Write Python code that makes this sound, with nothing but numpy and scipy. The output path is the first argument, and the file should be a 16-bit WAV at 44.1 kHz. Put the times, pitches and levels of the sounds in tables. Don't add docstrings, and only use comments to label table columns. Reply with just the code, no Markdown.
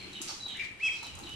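import sys
import numpy as np
from scipy import signal
from scipy.fft import rfft, irfft
from scipy.io import wavfile
from scipy.ndimage import uniform_filter1d

SR = 44100
rng = np.random.default_rng(int(sys.argv[2]) if len(sys.argv) > 2 else 0)


def persist_wave(psi):
    counts = np.round(np.clip(psi, -1, 1) * 32767).astype(np.int16)
    wavfile.write(sys.argv[1], SR, np.atleast_2d(counts).T)


N = 59535
TIME = np.arange(N) / SR

# time in seconds, pitch in Hz, level in dB.
SOFT_PEEP = [(.548, 1769, -52), (.562, 2083, -49.5), (.591, 2240, -52), (.597, 2304, -33.5),
             (.606, 2372, -37), (.617, 2278, -36), (.628, 1958, -44), (.64, 1755, -59)]
LOUD_PEEP = [(.793, 1650, -52.5), (.8, 1954, -53), (.804, 2137, -43), (.818, 2512, -40),
             (.828, 2665, -38.5), (.833, 2614, -28.5), (.85, 2571, -26.5), (.865, 2597, -26),
             (.876, 2574, -26.5), (.886, 2337, -31), (.897, 1854, -49)]
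# start and length in seconds, starting and final pitch in Hz,
# level in dB, pan (left over right) in dB, roughness (0 is clear, 1 or more all hoarse).
FAR_PEEPS = [(-.005, 0.067, 4260, 4166, -48, 6, 0.38), (0, 0.036, 2410, 2188, -47.5, 2, 1.2),
             (.124, 0.068, 3940, 3780, -46, 4, 0.97), (.146, 0.063, 3105, 2867, -46.5, -4, 0.75),
             (0.473, 0.092, 3927, 3633, -44, -8.5, 1), (.474, .1, 3375, 2930, -45.5, -2, 0.95),
             (0.576, 0.051, 1887, 1965, -52.5, 20, 0.83), (0.959, 0.052, 4110, 4030, -52.5, -6, 0.1),
             (1.021, 0.0595, 4080, 3952, -43.5, -2, .45), (1.052, .055, 3135, 2905, -47.5, 3, 0.3),
             (1.227, 0.061, 4030, 3803, -46.5, 3.5, 0.68), (1.264, 0.034, 3047, 2957, -41, -5, .25),
             (1.317, .06, 2986, 2935, -46, -6, 0.37)]
# start and decay in seconds, level and pan in dB.
CLICKS = [(0.1312, 0.0052, -51, -6), (0.2164, 0.0092, -33, 1.5), (.226, 0.088, -48, -1),
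          (0.4833, 0.014, -52.5, -1), (0.57, 0.0038, -49, 9), (0.647, 0.0043, -64, -3),
          (1.0294, 0.0065, -45, -1), (1.068, 0.0017, -44, -9), (1.1524, 0.0046, -43, 2),
          (1.1884, 0.015, -49.5, -7), (1.293, 0.0043, -47.5, -4)]
# start in seconds, pitch in Hz, level in dB.
PECKS = [(.292, 874, -44.5), (.312, 780, -47), (1.029, 937, -41.5), (1.064, 862, -47)]
# multiple of the pitch, relative level in dB, seconds to fall 60 dB.
BASIN_MODES = [(1.001, -1.5, 0.061), (1.37, -14, 0.11)]
# frequency in Hz, level in dB.
BOWL_MODES = [(4556, -39), (5590, -44)]
# start, rise and decay in seconds, level and pan in dB.
SPLASHES = [(.208, 0.0077, 0.16, -46.5, -3), (.272, 0.013, 0.075, -38, 0.5), (.94, 0.015, 0.11, -50, -3),
            (1.025, 0.026, 0.04, -48.5, -4)]
KNOCKS = [(.286, 0.0077, 0.058, -47.5, -2), (.46, 0.0033, 0.061, -51.5, -5), (.84, 0.012, 0.13, -55, -1),
          (1.029, 0.0016, 0.046, -49.5, -2), (1.17, 0.0098, 0.097, -51, 0.5), (1.26, 0.02, 0.074, -54.5, 0)]
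FLAPS = [(.01, 0.061, 0.14, -53.5, 6.5), (.202, 0.0068, 0.0063, -43, -2.5),
         (.24, 0.013, 0.059, -52.5, -2.5), (.58, 0.015, 0.04, -58.5, 1), (1.205, 0.015, 0.057, -47, -1),
         (1.31, 0.03, 0.041, -54.5, 3)]
# frequency in Hz, relative level in dB.
RASP_COLOUR = [(1500, -2.5), (2300, 12), (3700, -7), (5600, -3), (8000, 1), (10000, -14), (12000, -14),
               (15500, -26)]
FLOCK_COLOUR = [(1200, -22.5), (2200, -2), (2650, 1.5), (3200, -2.5), (5000, -36)]
SPLASH_COLOUR = [(600, -54), (1200, 0), (1800, -7.5), (2700, -2.5), (3700, 2), (4700, 5.5), (6000, 3),
                 (8000, -8.5), (11000, -19.5), (15500, -36)]
CLICK_COLOUR = [(1000, -11), (3000, -22), (5600, -5.5), (6400, 5.5), (7200, 1), (8500, 1), (11000, -8.5),
                (15500, -23.5)]
PATTER_COLOUR = [(700, -13), (1500, -18), (2700, 12), (4500, 4.5), (7000, -1.5), (10000, -11.5),
                 (15500, -24.5)]
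KNOCK_COLOUR = [(400, -11), (680, -5), (830, 3.5), (1000, -1.5), (1250, -1), (1500, -6), (2000, -26)]
FLAP_COLOUR = [(70, -21), (130, -30), (185, 3), (250, -1.5), (340, 8), (450, -7), (700, -47)]
ROOM_TONE_COLOUR = [(25, -4.5), (100, -3.5), (200, -4.5), (320, -3.5), (600, -11), (800, -8.5), (1500, -11),
                    (2800, -12), (4000, -20), (6200, -28.5), (9000, -23.5), (15500, -44.5)]
RUMBLE_COLOUR = [(25, -17), (50, 0.5), (72, 4), (120, 5), (200, -20), (400, -51)]
# time in seconds, level in dB.
FLOCK_LEVEL = [(0, -55.5), (.28, -50), (.45, -69), (.5, -51.5), (.78, -60.5), (1.1, -54.5), (1.23, -59.5),
               (1.28, -55), (1.35, -67)]
PATTER_LEVEL = [(0, -53.5), (.17, -55), (.42, -69), (.5, -68), (.65, -46), (.73, -99), (.8, -55),
                (.97, -51), (1.08, -68), (1.13, -57), (1.2, -55), (1.35, -53)]
ROOM_TONE_LEVEL = [(0, -52), (.42, -53.5), (.6, -53.5), (.77, -56), (.95, -53.5), (1.35, -52.5)]
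RUMBLE_LEVEL = [(0, -59.5), (.35, -67), (.62, -60), (.74, -63), (.9, -63.5), (1.05, -62), (1.16, -50),
                (1.25, -57.5), (1.35, -49)]
HUM_LEVEL = [(0, -59.5), (.08, -51.5), (.2, -58.5), (.3, -72.5), (.52, -70), (.6, -58.5), (.75, -65),
             (.85, -76.5)]
# frequency in Hz, correlation of left and right.
STEREO_LIKENESS = [(40, 0.42), (120, 0.55), (300, 0.86), (700, 0.06), (1500, 0.031), (12000, 0.022)]
# frequency in Hz, seconds to fall 60 dB.
PEN_T60 = [(200, 0.33), (1000, 0.44), (2400, 0.54), (3400, 0.48), (6000, 0.6), (14000, 0.29)]


def near_peep(curve, ratio, waver, hoarse, upper_db, octave_db, third_db, sums_db, rasp_db,
              upper_pan_db, wet_db, upper_wet_db, echo_db):
    s, hz, db = np.transpose(curve)
    pitch = uniform_filter1d(np.interp(TIME, s, hz), size=220)
    gain = uniform_filter1d(from_db(np.interp(TIME, s, db, left=-120, right=-120)), size=130)
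    effort = (gain / gain.max()) ** 2.7
    low = wavering_phase(pitch, waver, 234)
    high = wavering_phase(pitch * ratio, waver, 190) + 0.16 * drift(170)
    whistle = np.sin(low + hoarse * (1 - effort) * drift(135))
    harmonics = from_db(octave_db) * np.sin(2 * low)
    harmonics += from_db(third_db) * (np.sin(3 * low) + from_db(-13) * np.sin(4 * low))
    sum_tones = np.sin(low + high) + from_db(-15) * np.sin(2 * low + high)
    high_harmonics = from_db(-13) * np.sin(2 * high) + from_db(-14.5) * np.sin(3 * high)
    overtones = (harmonics + from_db(sums_db) * (sum_tones + high_harmonics)) * (1 + 0.22 * drift(180))
    rasp = from_db(rasp_db) * diffuse_noise(RASP_COLOUR)
    upper = gain * (effort * (from_db(upper_db) * np.sin(high) + overtones) + rasp) * panned(upper_pan_db)
    far_wall_s = .072
    echo = from_db(echo_db) * np.array([np.interp(TIME - far_wall_s, TIME, side) for side in upper])
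    return np.sqrt(2) * (pen(gain * whistle[None], wet_db) + pen(upper, upper_wet_db) + echo)


def far_peeps():
    attack_s, release_s, flutter_hz, octave_db = 0.0098, 0.06, 170, -21.5
    out = 0
    for s, length, start_hz, end_hz, db, pan, rough in FAR_PEEPS:
        phase = 2 * np.pi * np.cumsum(np.interp(TIME, [s, s + length], [start_hz, end_hz])) / SR
        hoarse = (drift(flutter_hz) * np.sin(phase) + drift(flutter_hz) * np.cos(phase)) / np.sqrt(2)
        share = np.clip(rough, 0, 1)
        voice = np.sqrt(1 - share) * np.sin(phase) + np.sqrt(share) * hoarse
        voice += from_db(octave_db) * np.sin(2 * phase)
        gain = np.clip((TIME - s) / attack_s, 0, 1) * np.clip((s + length - TIME) / release_s + .5, 0, 1)
        out = out + panned(pan) * from_db(db) * gain * voice
    return out


def trill():
    start_s, length_s, pulses_per_s = .399, .073, 40.2
    start_hz, sag_hz_per_s, swell_db_per_s = 3955, 1090, 85
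    age = np.clip(TIME - start_s, 0, length_s)
    pulses = np.abs(np.sin(np.pi * pulses_per_s * age)) * (age < length_s)
    phase = wavering_phase(start_hz - sag_hz_per_s * age, 0.0053, 172)
    hoarse = 0.46 * (age / length_s) ** 2 * drift(200)
    return from_db(-39.5 + swell_db_per_s * age) * pulses * np.sin(phase + hoarse) * panned(-1.4)


def splashes():
    drops = impacts(per_s=1100, spread_db=1.5, colour=SPLASH_COLOUR)
    spray = from_db(-7.5) * diffuse_noise(SPLASH_COLOUR)
    ring_at_s, rise_s, decay_s, pan_db = .283, .02, .022, -8
    ring = sum(bursts([(ring_at_s, rise_s, decay_s, db, pan_db)]) * np.sin(2 * np.pi * hz * TIME)
               for hz, db in BOWL_MODES)
    return rms_one(drops + spray) * bursts(SPLASHES) + ring


def clicks():
    rise_s = 0.00028
    return diffuse_noise(CLICK_COLOUR) * bursts([(s, rise_s, *rest) for s, *rest in CLICKS])


def patter():
    return impacts(per_s=660, spread_db=1, colour=PATTER_COLOUR) * level_curve(PATTER_LEVEL)


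def pecks():
    out = 0
    for s, hz, db in PECKS:
        age = np.maximum(TIME - s, 0)
        for multiple, mode_db, t60 in BASIN_MODES:
            out = out + from_db(db + mode_db - 60 * age / t60) * np.sin(2 * np.pi * hz * multiple * age)
    return out * panned(-2.2)


def knocks():
    return diffuse_noise(KNOCK_COLOUR) * bursts(KNOCKS)


def flaps():
    return diffuse_noise(FLAP_COLOUR) * bursts(FLAPS)


def flock():
    return diffuse_noise(FLOCK_COLOUR) * level_curve(FLOCK_LEVEL)


def room_tone():
    steady = diffuse_noise(ROOM_TONE_COLOUR) * level_curve(ROOM_TONE_LEVEL)
    rumble = diffuse_noise(RUMBLE_COLOUR) * level_curve(RUMBLE_LEVEL)
    phase = wavering_phase(hz=189.7, waver=0.009, rate_hz=15)
    hum = level_curve(HUM_LEVEL) * (np.sin(phase) + from_db(-5) * np.sin(2 * phase))
    return steady + rumble + hum


def pen(x, wet_db):
    gap_s, build_s = 0.0037, 0.0072
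    edges_hz = 90 * 2 ** np.arange(0, 8, .5)
    white, hz = rfft(rng.standard_normal((2, N))), np.fft.rfftfreq(N, 1 / SR)
    tail = 0
    for low, high in zip(edges_hz, edges_hz[1:]):
        band = irfft(white * ((hz >= low) & (hz < high)), N)
        tail = tail + band * from_db(-60 * TIME / at_hz(PEN_T60, np.sqrt(low * high)))
    tail = rms_one(tail * np.clip((TIME - gap_s) / build_s, 0, 1)) / np.sqrt(N)
    return x + from_db(wet_db) * signal.fftconvolve(x.mean(0)[None], tail, axes=1)[:, :N]


def diffuse_noise(colour):
    mid, side = rfft(rng.standard_normal((2, N)))
    alike = at_hz(STEREO_LIKENESS, np.fft.rfftfreq(N, 1 / SR))
    return coloured(irfft(np.sqrt(1 + alike) * mid + np.sqrt(1 - alike) * side * [[1], [-1]], N), colour)


def impacts(per_s, spread_db, colour):
    sizes = rng.choice([-1, 1], (2, N)) * from_db(spread_db * np.minimum(rng.exponential(1, (2, N)), 4))
    return coloured((rng.random((2, N)) < per_s / SR) * sizes, colour)


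def bursts(rows):
    power = 0
    for s, rise, decay, db, pan in rows:
        shape = np.clip((TIME - s) / rise, 0, 1) * np.exp(-np.maximum(TIME - s - rise, 0) / decay)
        power = power + (panned(pan) * from_db(db) * shape) ** 2
    return np.sqrt(power)


def wavering_phase(hz, waver, rate_hz):
    return 2 * np.pi * np.cumsum(hz * (1 + waver * drift(rate_hz))) / SR


def drift(rate_hz):
    hz = np.fft.rfftfreq(N, 1 / SR)
    return rms_one(irfft(rfft(rng.standard_normal(N)) / (1 + (hz / rate_hz) ** 2), N))


def coloured(x, colour):
    return rms_one(irfft(rfft(x) * from_db(at_hz(colour, np.fft.rfftfreq(N, 1 / SR))), N))


def at_hz(points, hz):
    f, value = np.transpose(points)
    return np.interp(np.log(np.maximum(hz, 1)), np.log(f), value)


def level_curve(points):
    return from_db(np.interp(TIME, *np.transpose(points)))


def panned(db):
    return from_db(np.array([[db], [-db]]) / 2)


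def from_db(db):
    return 10 ** (np.asarray(db) / 20)


def rms_one(x):
    return x / np.sqrt(np.mean(x ** 2) + 1e-20)


def scene():
    loud = near_peep(LOUD_PEEP, ratio=1.256, waver=0.0031, hoarse=0.31,
                     upper_db=-12, octave_db=-25, third_db=-33, sums_db=-27, rasp_db=-26.5,
                     upper_pan_db=-5.5, wet_db=-5.5, upper_wet_db=-0.5, echo_db=-5.5)
    soft = near_peep(SOFT_PEEP, ratio=1.2, waver=0.01514, hoarse=1.23,
                     upper_db=-7.5, octave_db=-35, third_db=-25, sums_db=-25, rasp_db=-41,
                     upper_pan_db=-14, wet_db=-1, upper_wet_db=-17, echo_db=-9)
    near = loud * panned(-.6) + soft * panned(4.3)
    answers = pen(far_peeps(), wet_db=-2) + pen(trill(), wet_db=-3)
    dabbling = patter()
    water = pen(splashes(), wet_db=-10) + pen(clicks(), wet_db=-2) + pen(dabbling, wet_db=-4.5)
    movement = pen(pecks(), wet_db=-12) + knocks() + flaps()
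    return near + answers + water + movement + room_tone() + flock()


def record(dry):
    stopband_hz = 16300
    return signal.sosfilt(signal.cheby2(16, 70, stopband_hz, fs=SR, output="sos"), dry)


dry = scene()
out = record(dry)
persist_wave(out)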